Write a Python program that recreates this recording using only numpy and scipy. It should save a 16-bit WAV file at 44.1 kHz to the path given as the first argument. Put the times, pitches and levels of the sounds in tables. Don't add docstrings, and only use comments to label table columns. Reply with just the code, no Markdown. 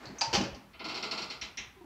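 import sys
import numpy as np
from scipy import signal
from scipy.fft import rfft, irfft
from scipy.io import wavfile

SR = 44100
rng = np.random.default_rng(int(sys.argv[2]) if len(sys.argv) > 2 else 0)


def dump(signal):
    limited = np.clip(np.atleast_2d(signal).T, -1, 1)
    pcm = np.round(limited * 32767).astype(np.int16)
    wavfile.write(sys.argv[1], SR, pcm)


N = 81585


def undb(db):
    return 10 ** (np.asarray(db) / 20)


def clock():
    return np.arange(N) / SR


def fade(t60_s):
    return np.exp(-np.log(1000) * clock() / max(t60_s, 1e-3))


def rise(tau_s):
    return 1 - np.exp(-clock() / tau_s)


def place(x, start_s):
    return np.concatenate([np.zeros(max(int(start_s * SR), 0)), x])[:N]


def octaves():
    return np.log2(np.maximum(np.arange(N + 1) * SR / (2 * N), 1))


def curve(points):
    hz, value = np.array(points, float).T
    return np.interp(octaves(), np.log2(hz), value)


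def colour(x, curve_db):
    gain = undb(curve_db)
    cepstrum = irfft(np.log(gain / np.sqrt(np.mean(gain ** 2)) + 1e-9))
    cepstrum[1:N] *= 2
    cepstrum[N + 1:] = 0
    return irfft(rfft(x, 2 * N) * np.exp(rfft(cepstrum)))[:N]


def band(hz, width_hz):
    detuning = (2 ** octaves() - hz) / (width_hz / 2)
    return colour(rng.standard_normal(N), -20 * np.log10(1 + detuning ** 2))[::-1]


RING_RISE_S, FLUTTER_PER_S = 0.0053, 130
def ring(modes, rough=0):
    t, out = clock(), 0
    steps_s = np.arange(0, t[-1] + 1 / FLUTTER_PER_S, 1 / FLUTTER_PER_S)
    for hz, db, t60_s in modes:
        flutter = rng.standard_normal((2, N // 100))[:, :len(steps_s)]
        phase = 2 * np.pi * (hz * t + rng.random())
        in_phase, quadrature = (np.sqrt(rough / 2) * np.interp(t, steps_s, row) for row in flutter)
        mode = (np.sqrt(1 - rough) + in_phase) * np.sin(phase) + quadrature * np.cos(phase)
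        out += undb(db) * fade(t60_s) * mode
    return out * (1 - fade(RING_RISE_S)) ** 2


def blows(hits, spectrum, modes, crack_t60_s, hall_db, ring_db, rough):
    out, curve_db, hall = 0, curve(spectrum), hall_tail()
    for start_s, db in hits:
        burst = rng.standard_normal(N) * fade(crack_t60_s) + undb(hall_db) * hall
        blow = colour(burst, curve_db) + undb(ring_db) * ring(modes, rough)
        out += undb(db) * place(blow, start_s)
    return out


# start in seconds, level in dB.
LEAF_HITS = [(.3295, -29), (.336, -26), (.3435, -27), (.351, -26), (.358, -29.5), (.381, -38), (.411, -36),
             (.438, -39), (.547, -48)]
# frequency in Hz, relative density in dB.
LEAF_SPECTRUM = [(60, -11), (200, -10.5), (450, -6.5), (680, -6), (950, -7.5), (1500, -11.5), (1900, -11),
                 (2800, -6), (3750, -13), (4600, -5), (6000, -8.5), (7000, -19.5), (8900, -39.5),
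                 (15000, -45)]
# frequency in Hz, relative level in dB, T60 in seconds.
LEAF_MODES = [(199.3, -23, 1), (232.5, -30.5, 0.34), (355, -20, 0.34), (550.6, -15.5, 0.5),
              (565, -20.5, 0.58), (813, -11, 0.33), (856, -27, 0.53), (1129, -19, 0.33), (3083, -6, 0.1)]
def leaf():
    return blows(LEAF_HITS, LEAF_SPECTRUM, LEAF_MODES,
                 crack_t60_s=0.098, hall_db=-7.5, ring_db=2.5, rough=0.29)


# start in seconds, pitch in Hz, level in dB.
CLINKS = [(0.055, 4440, -41.5), (0.1843, 6250, -36.5)]
# start in seconds, level in dB.
LATCH_HITS = [(.036, -62), (.056, -46), (.2102, -26), (.2148, -21), (.2205, -34)]
# frequency in Hz, relative density in dB.
LATCH_SPECTRUM = [(150, -26.5), (400, -33), (600, -19), (820, -4.5), (1100, -13), (1900, -18),
                  (2600, -11.5), (3700, -19), (4500, -5), (6200, -12), (9000, -40.5), (15000, -101)]
# frequency in Hz, relative level in dB, T60 in seconds.
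LATCH_MODES = [(571, -14.5, 0.82), (806, -6.5, 0.12), (914, -7.5, 0.58), (1720, -33, 0.31),
               (4790, -2, 0.19), (5905, -13, 0.19)]
def latch():
    blip, tail = fade(0.015), undb(-6.5) * fade(0.27)
    envelope = (1 - fade(RING_RISE_S)) * (blip + tail)
    clinks = sum(undb(db) * place(band(hz, width_hz=650) * envelope, start_s)
                 for start_s, hz, db in CLINKS)
    return clinks + blows(LATCH_HITS, LATCH_SPECTRUM, LATCH_MODES,
                          crack_t60_s=0.028, hall_db=-11.5, ring_db=-6.5, rough=0.46)


# start in seconds, arm level in dB, leaf level in dB, treble tilt in dB/octave.
SLIPS = [(0.733, -50, -50.5, -15), (.794, -39.5, -37.5, -8.5), (0.843, -36, -34, 2.5),
         (0.885, -36.5, -39, 4.5), (0.907, -39, -38.5, -3), (.943, -35.5, -37, 4.5), (0.968, -37, -38, 2.5),
         (1.026, -32, -33, 4), (1.111, -31.5, -31.5, 4.5), (1.175, -34, -34.5, 5), (1.219, -36.5, -38, 5.5),
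         (1.2997, -36, -40, 4.5), (1.413, -35.5, -38.5, 6.5), (1.573, -35.5, -37.5, 8)]
# delay in seconds, relative level in dB.
SLIP_ECHOES = [(.0098, -2), (0.026, -19), (.075, -29)]
# frequency in Hz, relative density in dB.
OPEN_SPECTRUM = [(70, -30.5), (130, 0.5), (310, 1), (450, 2.5), (520, -1.5), (1420, 6), (1580, -3.5),
                 (1850, -7.5), (2060, 0.5), (2800, 0.5), (3500, -3.5), (4400, 2.5), (5700, -9),
                 (6050, -18.5), (7500, -22.5), (10000, -47.5)]
SHUT_SPECTRUM = [(80, -2), (200, -1), (560, -11), (1000, -2.5), (1450, -5.5), (2000, 3.5), (2800, 0),
                 (4000, -3.5), (4450, -19), (5000, -15), (5680, -7), (6300, -13), (7400, -34), (12000, -77)]
# frequency in Hz, relative level in dB, T60 in seconds.
ARM_MODES = [(1300, -22, 0.15), (1398, -24.5, 0.35), (2066, -20.5, 0.29), (2370, -30, 0.32),
             (2710, -17, 0.3), (3065, -13.5, 0.18), (3965, -22, 0.27), (4242, -15, 0.16), (4440, -22, 0.19),
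             (5655, -8.5, 0.081)]
CROSSOVER_HZ, BODY_RISE_S = 1510, 0.014
SHUTTING_S, SHARED_POWER = (1.286, 1.56), 0.83
def closer():
    out, shared = 0, rng.standard_normal(N)
    swell = rise(0.0048)
    snap = undb(-5) * fade(0.0086)
    echo_power = sum(place(undb(db) * fade(0.012), delay_s) ** 2 for delay_s, db in SLIP_ECHOES)
    arm_envelope = np.sqrt((swell * fade(0.25)) ** 2 + snap ** 2 + echo_power)
    body_envelope = rise(BODY_RISE_S) * fade(0.48)
    lowpass = signal.butter(6, CROSSOVER_HZ, "low", fs=SR, output="sos")
    highpass = signal.butter(6, CROSSOVER_HZ, "high", fs=SR, output="sos")
    treble_octaves = np.maximum(octaves() - np.log2(2 * CROSSOVER_HZ), 0)
    ping = undb(-2) * band(5710, width_hz=390) * fade(0.02)
    hall = undb(-5) * swell * hall_tail()
    for start_s, arm_db, body_db, tilt in SLIPS:
        shut = np.interp(start_s, SHUTTING_S, (0, 1))
        curve_db = (1 - shut) * curve(OPEN_SPECTRUM) + shut * curve(SHUT_SPECTRUM)
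        grain = np.sqrt(SHARED_POWER) * shared + np.sqrt(1 - SHARED_POWER) * rng.standard_normal(N)
        arm = undb(arm_db) * signal.sosfilt(highpass, grain * arm_envelope + hall)
        body = undb(body_db) * signal.sosfilt(lowpass, grain * body_envelope)
        rasp = undb(-10) * band(5370, width_hz=1400) * fade(0.06)
        metal = undb(arm_db) * (swell * ring(ARM_MODES) + rasp)
        creak = colour(arm + body + metal, curve_db + tilt * treble_octaves)
        out += place(creak + shut * undb(arm_db) * ping, start_s)
    return out


# start in seconds, pitch in Hz, level in dB, T60 in seconds.
THUDS = [(0.06, 128, -43, 0.12), (.094, 208.7, -39.5, 0.19), (0.133, 272, -43, 0.099),
         (0.272, 135.4, -44.5, 0.19), (0.331, 93.6, -33, 0.097), (0.375, 186, -27.5, 0.094),
         (0.402, 211.5, -32, 0.2), (0.402, 124, -36.5, 0.23), (0.407, 315, -35.5, 0.27),
         (0.483, 97, -44.5, 0.15), (0.517, 66, -43, 0.136), (0.556, 260.5, -52, 0.36),
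         (1.417, 65, -53.5, 0.17)]
def thuds():
    out = 0
    for start_s, hz, db, t60_s in THUDS:
        tone = np.sin(2 * np.pi * hz * clock())
        rumble = undb(1) * band(hz, width_hz=0.82 * hz)
        out += undb(db) * place((tone + rumble) * fade(t60_s) * rise(0.0043), start_s)
    return out


# start in seconds, pitch in Hz, level in dB.
GROANS = [(0.842, 312.4, -39), (.95, 371, -43), (1.035, 428.6, -41.5), (1.19, 345.6, -50)]
GROAN_T60_S = 0.36
def groans():
    return sum(place(rise(BODY_RISE_S) * ring([(hz, db, GROAN_T60_S)], rough=0.15), start_s)
               for start_s, hz, db in GROANS)


# start in seconds, pitch in Hz, level in dB, T60 in seconds.
KNOCKS = [(1.763, 382.8, -53, 0.24), (1.809, 353, -40, 0.074), (1.840, 314, -41, 0.071)]
# frequency ratio, relative level in dB.
KNOCK_PARTIALS = [(1, 4), (2.05, -8.5), (2.68, -6.5)]
def knocks():
    out = 0
    for start_s, hz, db, t60_s in KNOCKS:
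        modes = [(hz * ratio, db + partial_db, t60_s) for ratio, partial_db in KNOCK_PARTIALS]
        out += place(rise(0.0065) * ring(modes), start_s)
    return out


# time in seconds, level in dB.
SHUFFLE_LEVELS = [(0, -54), (0.051, -47.5), (.14, -54), (.19, -50.5), (.33, -55), (.6, -73)]
# frequency in Hz, relative density in dB.
SHUFFLE_SPECTRUM = [(150, -42), (250, -8), (2170, -17), (3400, -27.5), (4410, -25), (8000, -37),
                    (10400, -87)]
def shuffle():
    level_db = np.interp(clock(), *np.array(SHUFFLE_LEVELS).T)
    return undb(level_db) * colour(rng.standard_normal(N), curve(SHUFFLE_SPECTRUM))


# frequency in Hz, T60 in seconds.
HALL_DECAY = [(80, 0.91), (300, 0.56), (1000, 0.62), (2500, 0.47), (5000, 0.33), (9000, 0.34)]
def hall_tail():
    noise_spectrum, out = rfft(rng.standard_normal(2 * N)), 0
    for band_hz, t60_s in HALL_DECAY:
        weight = curve([(hz, hz == band_hz) for hz, _ in HALL_DECAY])
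        out += irfft(noise_spectrum * weight)[:N] * fade(t60_s)
    return out


# frequency in Hz, relative density in dB.
AIR_SPECTRUM = [(60, 2.5), (250, 1), (500, -17), (900, -6), (2500, -12), (8000, -24.5)]
AIR_DB, HUM_DB, HISS_DB = -61.5, -66, -92
def building():
    air = undb(AIR_DB) * colour(rng.standard_normal(N), curve(AIR_SPECTRUM))
    hum = undb(HUM_DB) * band(60, width_hz=52)
    return air + hum + undb(HISS_DB) * rng.standard_normal(N)


def scene():
    return (latch() + leaf() + thuds() + closer() + groans() + knocks() + shuffle() + building())[None]


BOTTOM_HZ, TOP_HZ = 45, 15600
def record(dry):
    thinned = signal.sosfilt(signal.butter(4, BOTTOM_HZ, "high", fs=SR, output="sos"), dry)
    return signal.sosfilt(signal.ellip(10, .2, 70, TOP_HZ, fs=SR, output="sos"), thinned)


dry = scene()
out = record(dry)
dump(out)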